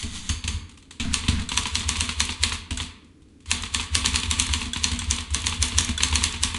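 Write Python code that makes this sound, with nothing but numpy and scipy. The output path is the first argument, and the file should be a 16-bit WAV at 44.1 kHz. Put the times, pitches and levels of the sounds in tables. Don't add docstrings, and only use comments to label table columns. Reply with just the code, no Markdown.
import sys
import numpy as np
from scipy import signal
from scipy.fft import rfft, irfft, next_fast_len
from scipy.io import wavfile

SR = 44100
rng = np.random.default_rng(int(sys.argv[2]) if len(sys.argv) > 2 else 0)


def generate_wav(signal):
    frames = np.transpose(np.atleast_2d(signal))
    scaled = np.clip(frames, -1, 1) * 32767
    pcm = np.round(scaled).astype(np.int16)
    wavfile.write(sys.argv[1], SR, pcm)


N = 290178
AGE = np.arange(int(.7 * SR)) / SR
SHORT = AGE[:SR // 10]

# impact in seconds, level in dB, treble in dB, finger push in dB,
# seconds until the bar is back on its rest, landing in dB.
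LETTERS = [(1.1411, -14, -3, -20, 0.096, -28), (1.5751, -13, -4, -21, 0.08, -17),
           (1.7542, -15, -6.5, -20.5, 0.052, -23), (1.891, -14.5, -0.5, -17.5, 0.065, -20.5),
           (2.0077, -14.5, -1.5, -21.5, 0.083, -17), (2.2038, -11.5, -6, -19.5, 0.087, -19),
           (2.4354, -10.5, -6, -18.5, 0.085, -18), (3.5145, -12, -4.5, -23.5, 0.12, -21.5),
           (3.7463, -14.5, -6.5, -26, 0.05, -19.5), (3.9524, -10, -2, -16.5, 0.092, -17.5),
           (4.0598, -12, -2, -30, 0.081, -18), (4.1586, -14, 0, -17.5, 0.073, -20),
           (4.3117, -13.5, 1, -17, 0.073, -28), (4.398, -11, 4.5, -24, 0.092, -22),
           (4.537, -14.5, -8, -15, 0.078, -21.5), (4.842, -12.5, -2.5, -24, 0.091, -29),
           (5.1102, -13, 1.5, -15, 0.073, -23), (5.3457, -15.5, -1.5, -15, 0.095, -24),
           (5.4682, -14.5, -3, -24, .055, -23), (5.6263, -11, 4.5, -13.5, 0.094, -25.5),
           (5.785, -8.5, 2, -13.5, .093, -27.5), (6.0341, -10.5, -1.5, -25, 0.092, -17.5),
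           (6.156, -13, 0, -13.5, 0.064, -25), (6.239, -12, 0, -20, 0.1, -24.5),
           (6.435, -11, -0.5, -21, 0.11, -21.5)]
def letters():
    out = np.zeros(N)
    for s, db, treble_db, push_db, *_ in LETTERS:
        push_peak_s = s - .014
        add(out, push_peak_s - SHORT.mean(), amp(push_db - 4.5) * finger_push())
        swish = noise(LINKAGE_SPECTRUM, len(SHORT)) * fade(SHORT, .099)
        add(out, s - SHORT[-1], amp(db - 16.5) * swish[::-1])
        tick_s = s - .0072 + .00054 * rng.standard_normal()
        add(out, tick_s, amp(db - 10) * tick(t60=.02) * attack(SHORT, .00085))
        add(out, s, amp(db + 2) * typebar(treble_db))
        add(out, s + .002, amp(shake_db(db) - 37.5) * rattle(per_second=350, t60=.079))
        add(out, s, amp(shake_db(db) - 26.5) * afterring(springs_db=-10))
    return out

# mode in Hz, level in dB, t60 in seconds.
TYPEBAR_MODES = [(998, -10, 0.038), (1124, -14, 0.046), (1770, -12, 0.052), (2604, -6, 0.031),
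                 (2910, 3.5, 0.0068), (3360, -10, 0.038), (3653, -2, 0.021), (4240, -3, 0.038),
                 (4550, 9, 0.0038), (5840, 7, 0.008), (6350, 13.5, 0.0036), (6050, -23, 0.0042),
                 (7470, 2, 0.0022), (7880, -14, 0.0066), (8060, -17, 0.0036), (9210, 12, 0.003),
                 (10870, -1.5, 0.0082)]
# frequency in Hz, level in dB.
CRACK_SPECTRUM = [(200, -35.5), (650, -33.5), (1000, -30), (1400, -10), (2800, 5), (4300, 1), (5100, -0.5),
                  (6100, 2), (8300, 4), (11000, -9)]
def typebar(treble_db):
    metal = unit(ring(TYPEBAR_MODES, SHORT, scatter_db=2, detune=.0091), count=132)
    blow = metal + amp(-1) * burst(CRACK_SPECTRUM, t60=.011)
    add(blow, .0016, amp(-7.5) * burst(CRACK_SPECTRUM, t60=.007))
    return brighten(blow, treble_db) * attack(SHORT, .00016)

def finger_push(hz=74.3, width_s=.015):
    t = SHORT - SHORT.mean()
    return np.exp(-.5 * (t / width_s) ** 2) * np.sin(2 * np.pi * hz * t + rng.uniform(0, 2 * np.pi))

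def shake_db(db):
    return .46 * (db - np.mean([row[1] for row in LETTERS]))

# frequency in Hz, level in dB.
TICK_SPECTRUM = [(500, -37), (1500, -14), (3400, -8), (5000, -10), (6600, -1.5), (8300, -5), (11000, -9.5)]
def tick(t60):
    return burst(TICK_SPECTRUM, t60)

def loose_links():
    out = np.zeros(N)
    for s, db, *_ in LETTERS:
        for delay in rng.uniform(.012, .11, size=2):
            tick_db = db - 15 + 2 * rng.standard_normal()
            add(out, s + delay, amp(tick_db) * fade(delay, t60=1.8) * tick(t60=.019))
    return out

# frequency in Hz, level in dB.
REST_SPECTRUM = [(200, -4.5), (700, -19.5), (1000, -0.5), (1400, -14.5), (2500, -3), (3500, -5), (4400, -8),
                 (5300, -17.5), (6500, -14), (8200, -13.5), (11000, -25)]
def landing(db, treble_db):
    sound = amp(db - 16) * (rattle(per_second=210, t60=.17) + afterring())
    tap = brighten(burst(REST_SPECTRUM, t60=.034), treble_db)
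    add(sound, 0, amp(db - 1.5) * tap * attack(SHORT, .00082))
    return sound

def typebar_returns():
    out = np.zeros(N)
    for s, *_, fall_s, fall_db in LETTERS:
        add(out, s + fall_s, landing(fall_db, treble_db=-11))
        key = burst(REST_SPECTRUM, t60=.073) * attack(SHORT, .0015)
        key_lag_s = .025 + .0021 * rng.standard_normal()
        add(out, s + fall_s + key_lag_s, amp(-33) * key)
    return out

# press in seconds, release in seconds, thump in dB, return knock in dB.
SPACE_PRESSES = [(1.3956, 1.4897, -30, -17.5), (2.707, 2.773, -27.5, -20.5), (4.655, 4.733, -31.5, -20.5),
                 (4.916, 4.9904, -27, -26), (5.89, 5.9772, -26.5, -18.5)]
# mode in Hz, level in dB, t60 in seconds.
PAWL_MODES = [(1530, -8.5, 0.035), (3397, -7, 0.048), (3484, -3, 0.034), (3990, -8.5, 0.033),
              (5880, -8.5, 0.026), (7360, -13, 0.012), (7720, 0.5, 0.015), (8050, 7.5, 0.0045)]
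BAR_RISE_S = .0273
def space_bar():
    out = np.zeros(N)
    for down, up, db, knock_db in SPACE_PRESSES:
        add(out, down, landing(db + 4.5, treble_db=2.5))
        tooth = ring(PAWL_MODES, SHORT, scatter_db=2.5, detune=.015)
        snap = unit(tooth, count=132) + amp(-5) * tick(t60=.022)
        add(out, up, amp(-20) * snap * attack(SHORT, .00076))
        add(out, up, amp(-34) * afterring())
        add(out, up + BAR_RISE_S, landing(knock_db, treble_db=-17))
    return out

# start in seconds, clack in dB, treble in dB,
# clack t60 in seconds, desk in dB, frame in dB, t60 of the hands' damping in seconds.
STOP_KNOCKS = [(0.0273, -30, 4, 0.03, -30, -37, 1), (0.2909, -23, 11, 0.048, -23, -35, 0.79),
               (.44, -30, -9, 0.035, -28, -47, 0.44), (0.4767, -23.5, 8.5, 0.037, -26.5, -46, 1),
               (.535, -42.5, -3, .04, -27.5, -56, 1), (0.9978, -28, -1, 0.19, -27.5, -31, .39),
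               (1.048, -39, -9, .04, -28, -19.5, 0.093), (1.282, -19.5, -16, 0.032, -14, -25, 0.14),
               (1.323, -36, -6.5, 0.045, -17, -27, 0.12)]
# time in seconds, level in dB.
SLIDE_LEVELS = [(0, -31.5), (.05, -40), (.11, -41.5), (.16, -32), (.22, -40.5), (.28, -39.5), (.33, -41),
                (.4, -100)]
# frequency in Hz, level in dB.
RACK_SPECTRUM = [(290, -61), (500, -23), (533, -17), (1110, -11.5), (1750, -20), (1920, -6), (2550, -9.5),
                 (3520, -2), (5200, -15), (6150, -7), (11000, -16.5), (14300, -53.5), (22000, -120)]
STOP_SPECTRUM = [(200, -23), (700, -19), (1000, -11), (1400, -23.5), (2500, -5), (3500, -4.5),
                 (4400, -11.5), (5300, -24.5), (6500, -10), (8200, -22), (11000, -32.5)]
def carriage(teeth_per_second=170):
    tooth_phase = np.cumsum(teeth_per_second * (1 + 3 * rng.standard_normal(N))) / SR % 1
    slide_db = np.interp(np.arange(N) / SR, *np.transpose(SLIDE_LEVELS))
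    rasp = unit(noise(RACK_SPECTRUM, N) * (.84 + np.exp(-tooth_phase / .33)))
    out = amp(slide_db - 3) * rasp
    singing = amp(slide_db - 11)
    for s, db, treble_db, t60, *_ in STOP_KNOCKS:
        clack = brighten(burst(STOP_SPECTRUM, t60), treble_db)
        add(out, s, amp(db + 1) * clack * attack(SHORT, .00058))
        add(out, s, amp(db - 9) * rattle(per_second=1200, t60=.083))
        add(out, s, amp(db - 9.5) * afterring())
        add(singing, s, amp(db + treble_db - 22) * fade(AGE, t60=.42))
    return out + singing * unit(filtered(rng.standard_normal(N), rail_resonance))

# resonance in Hz, width in Hz, level in dB.
RAIL_MODES = [(3060, 85, 2.5), (4570, 230, 4.5), (6470, 100, 8), (7200, 45, -2), (7250, 50, 1.5),
              (9500, 230, -4.5)]
def rail_resonance(f):
    return sum(amp(db) * 1j * f * width / (hz * hz - f * f + 1j * f * width)
               for hz, width, db in RAIL_MODES)

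# start in seconds, level in dB.
KEY_TOUCHES = [(.6934, -40.5), (.7738, -41.5), (.825, -45.5), (.9081, -32), (3.045, -53.5), (3.2197, -55),
               (3.285, -59), (3.404, -50.5), (3.458, -38), (5.304, -33)]
def touches():
    out = np.zeros(N)
    for s, db in KEY_TOUCHES:
        add(out, s, landing(db, treble_db=6.5))
    return out

# frequency in Hz, level in dB.
LINKAGE_SPECTRUM = [(200, -30), (430, -8), (600, -17.5), (780, -15), (900, -5.5), (1130, -5.5), (1400, -11),
                    (2400, -2.5), (3500, -0.5), (4500, -4), (5200, -11), (6200, -7), (8200, -8),
                    (11000, -14.5)]
def rattle(per_second, t60):
    hits = (rng.random(len(AGE)) < per_second / SR) * amp(4 * rng.standard_normal(len(AGE)))
    power = signal.lfilter([1], [1, -np.exp(-1 / (SR * .0013))], hits ** 2)
    return unit(np.sqrt(power) * noise(LINKAGE_SPECTRUM, len(AGE)) * fade(AGE, t60), count=1500)

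# mode in Hz, level in dB.
SPRING_MODES = [(947, -21.5), (1012, -9), (1138, 3), (1492, -11), (1780, -17.5), (2611, -2.5), (3398, 3),
                (3466, 9), (3592, 5), (4243, -2.5), (4352, -2), (6158, 3), (6409, -12), (7127, 2),
                (7515, -6), (7923, -27)]
def afterring(springs_db=-11, spring_t60=.42):
    wash = noise_tail(LINKAGE_SPECTRUM)
    modes = [(hz, db, spring_t60) for hz, db in SPRING_MODES]
    springs = unit(ring(modes, AGE, scatter_db=3, detune=.003), count=1000)
    return (wash + amp(springs_db) * springs) * attack(AGE, .0016)

# mode in Hz, level in dB, t60 in seconds.
DESK_MODES = [(29.5, -15.5, 1.4), (61.2, -32, 0.081), (75.8, 6, 0.37), (86.36, -3, 0.98),
              (123.6, -16.5, 0.59)]
FRAME_MODES = [(152, -3.5, 0.18), (203.6, 0.5, 0.19), (232.4, 8, 0.13), (244.1, 7.5, 0.36),
               (295.8, -4.5, 0.23), (340, -35, 0.046), (440.5, -15, 0.59), (676, -15, 0.69)]
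# frequency in Hz, level in dB.
RUMBLE_SPECTRUM = [(15, -20.5), (29, -9), (42, 11.5), (75, -7), (125, -10.5), (240, -5), (330, -31.5),
                   (450, -20.5), (650, -59), (1500, -86.5)]
def thud(desk_db, frame_db):
    bounce = ring(DESK_MODES, AGE, scatter_db=-.5, detune=.015, spread=.1)
    desk = unit(bounce * attack(AGE, .0075), count=1700)
    boom = ring(FRAME_MODES, AGE, scatter_db=2, detune=.018)
    frame = unit(boom * attack(AGE, .00406), count=1700)
    rumble = unit(noise(RUMBLE_SPECTRUM, len(AGE)) * fade(AGE, 1) * attack(AGE, .0013), count=3000)
    return amp(desk_db) * (desk + amp(-9) * rumble) + amp(frame_db) * frame

def carriage_steps():
    out = np.zeros(N)
    for s, db, *_ in LETTERS:
        add(out, s + .00905, thud(desk_db=shake_db(db) - 32, frame_db=shake_db(db) - 38))
    return out

def thumps():
    out = np.zeros(N)
    lag_s = .00289
    damping = fade(AGE, t60=1)
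    for s, *_, fall_s, _ in LETTERS:
        add(out, s + fall_s + lag_s, thud(desk_db=-39, frame_db=-41.5) * damping)
    for down, up, db, _ in SPACE_PRESSES:
        add(out, down + lag_s, thud(desk_db=db, frame_db=db - 6.5) * damping)
        add(out, up + BAR_RISE_S + lag_s, thud(desk_db=-33.5, frame_db=-41) * damping)
    for s, *_, desk_db, frame_db, t60 in STOP_KNOCKS:
        add(out, s + lag_s, thud(desk_db, frame_db) * fade(AGE, t60))
    return out

# frequency in Hz, level in dB.
SWAY_SPECTRUM = [(15, -28.5), (24, -6), (30, 11), (42, -3.5), (70, -11.5), (90, -6), (125, -7.5),
                 (240, -9.5), (400, -41), (1000, -77.5)]
def desk_sway():
    kicks = np.zeros(N)
    for s, db, *_ in LETTERS:
        add(kicks, s, amp(db - 36) * fade(AGE, t60=1) * attack(AGE, .019))
    return kicks * noise(SWAY_SPECTRUM, N)

# start in seconds, length in seconds, level in dB.
CARRIAGE_PUSHES = [(0, 0.3, -39), (1.003, .12, -28), (1.302, 0.091, -26)]
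# frequency in Hz, level in dB.
ROLLER_SPECTRUM = [(20, 8.5), (32, 4), (50, -1.5), (90, 5.5), (135, -14), (200, 2), (260, -2), (340, -34),
                   (560, -31), (850, -26.5), (1500, -20), (4000, -27), (11000, -41.5)]
def rollers():
    speed = np.zeros(N)
    for s, length, db in CARRIAGE_PUSHES:
        coast = fade(np.maximum(AGE - length, 0), t60=.35)
        add(speed, s, amp(db) * attack(AGE, .018) * coast)
    return speed * noise(ROLLER_SPECTRUM, N)

# delay in seconds, level in dB.
EARLY_ECHOES = [(0.009, -16), (.0165, -27), (.0235, -35), (.026, -25.5), (.0585, -48)]
# frequency in Hz, level in dB.
REVERB_SPECTRUM = [(300, -36.5), (1000, 2.5), (3000, -13), (4500, 6.5), (6200, 4), (8200, 8.5), (11000, 8)]
def room_response():
    tail = noise_tail(REVERB_SPECTRUM) * attack(AGE, .0031)
    response = amp(-9.5) * tail / np.linalg.norm(tail)
    for delay, db in EARLY_ECHOES:
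        smear = rng.standard_normal(len(SHORT)) * fade(SHORT, .014)
        add(response, delay, amp(db) * smear / np.linalg.norm(smear))
    return response

def reverb(x, stretches=18):
    out = np.zeros(N)
    for part in np.array_split(np.arange(N), stretches):
        add(out, part[0] / SR, signal.fftconvolve(x[part], room_response()))
    return out

# frequency in Hz, t60 in seconds.
TAIL_DECAY = [(500, 0.63), (1100, 0.72), (3400, 0.54), (6000, 0.33), (11000, 0.31)]
def noise_tail(spectrum):
    hz, t, bands = signal.stft(noise(spectrum, len(AGE)), SR, nperseg=256)
    decay = fade(t, along(TAIL_DECAY, hz)[:, None])
    return signal.istft(bands * decay, SR, nperseg=256)[1][:len(AGE)]

# frequency in Hz, level in dB.
AMBIENCE_SPECTRUM = [(12, -48), (20, -15), (81, 0), (124, -12.5), (295, -4.5), (375, -20), (406, -14),
                     (603, -30), (725, -34), (1170, -33.5), (1600, -34.5), (2640, -34.5), (11000, -42.5),
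                     (14300, -71.5), (22000, -120)]
def ambience():
    return amp(-52) * noise(AMBIENCE_SPECTRUM, N)

def ring(modes, t, scatter_db, detune, spread=1):
    hz, db, t60 = np.transpose(modes)[:, :, None]
    size, pitch = rng.standard_normal((2, len(modes), 1))
    phase = spread * rng.uniform(-np.pi, np.pi, hz.shape)
    tones = np.sin(2 * np.pi * hz * (1 + detune * pitch) * t + phase)
    return np.sum(amp(db + scatter_db * size) * fade(t, t60) * tones, 0)

def burst(spectrum, t60):
    return unit(noise(spectrum, len(SHORT)) * fade(SHORT, t60), count=132)

def brighten(x, treble_db):
    return unit(filtered(x, lambda hz: amp(treble_db * along([(4000, .022), (6000, 1)], hz))), count=132)

def noise(spectrum, size):
    return unit(filtered(rng.standard_normal(size), lambda hz: amp(along(spectrum, hz))))

def filtered(x, gain):
    size = next_fast_len(len(x) + 2048)
    return irfft(rfft(x, size) * gain(np.fft.rfftfreq(size, 1 / SR)), size)[:len(x)]

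def along(points, hz):
    freqs, values = np.transpose(points)
    return np.interp(np.log(hz + 1), np.log(freqs + 1), values)

def attack(t, rise_s):
    return 1 - np.exp(-t / rise_s)

def fade(t, t60):
    return amp(-60 * t / t60)

def amp(db):
    return 10 ** (np.asarray(db) / 20)

def unit(x, count=None):
    return x / np.sqrt(np.mean(x[:count] ** 2) + 1e-20)

def add(track, s, sound):
    i = min(max(round(s * SR), 0), len(track))
    track[i:i + len(sound)] += sound[:len(track) - i]

def scene():
    contacts = letters() + loose_links() + typebar_returns() + touches() + space_bar() + carriage()
    hollow = signal.butter(2, [540, 780], "bandstop", fs=SR, output="sos")
    metal = signal.sosfilt(hollow, contacts)
    low_cut = signal.butter(2, 300, "highpass", fs=SR, output="sos")
    echo = reverb(signal.sosfilt(low_cut, metal))
    mono = metal + echo + carriage_steps() + thumps() + desk_sway() + rollers() + ambience()
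    side = amp(-21.5) * reverb(mono)
    return np.array([mono + side, mono - side])

# frequency in Hz, gain in dB.
BAND_LIMIT = [(11000, 0), (11200, -14), (11600, -27), (12400, -45), (13000, -90)]
def record(dry):
    rounded = dry / (1 + np.abs(dry / .68) ** 6) ** (1 / 6)
    return np.array([filtered(channel, lambda hz: amp(along(BAND_LIMIT, hz))) for channel in rounded])

dry = scene()
out = record(dry)
generate_wav(out)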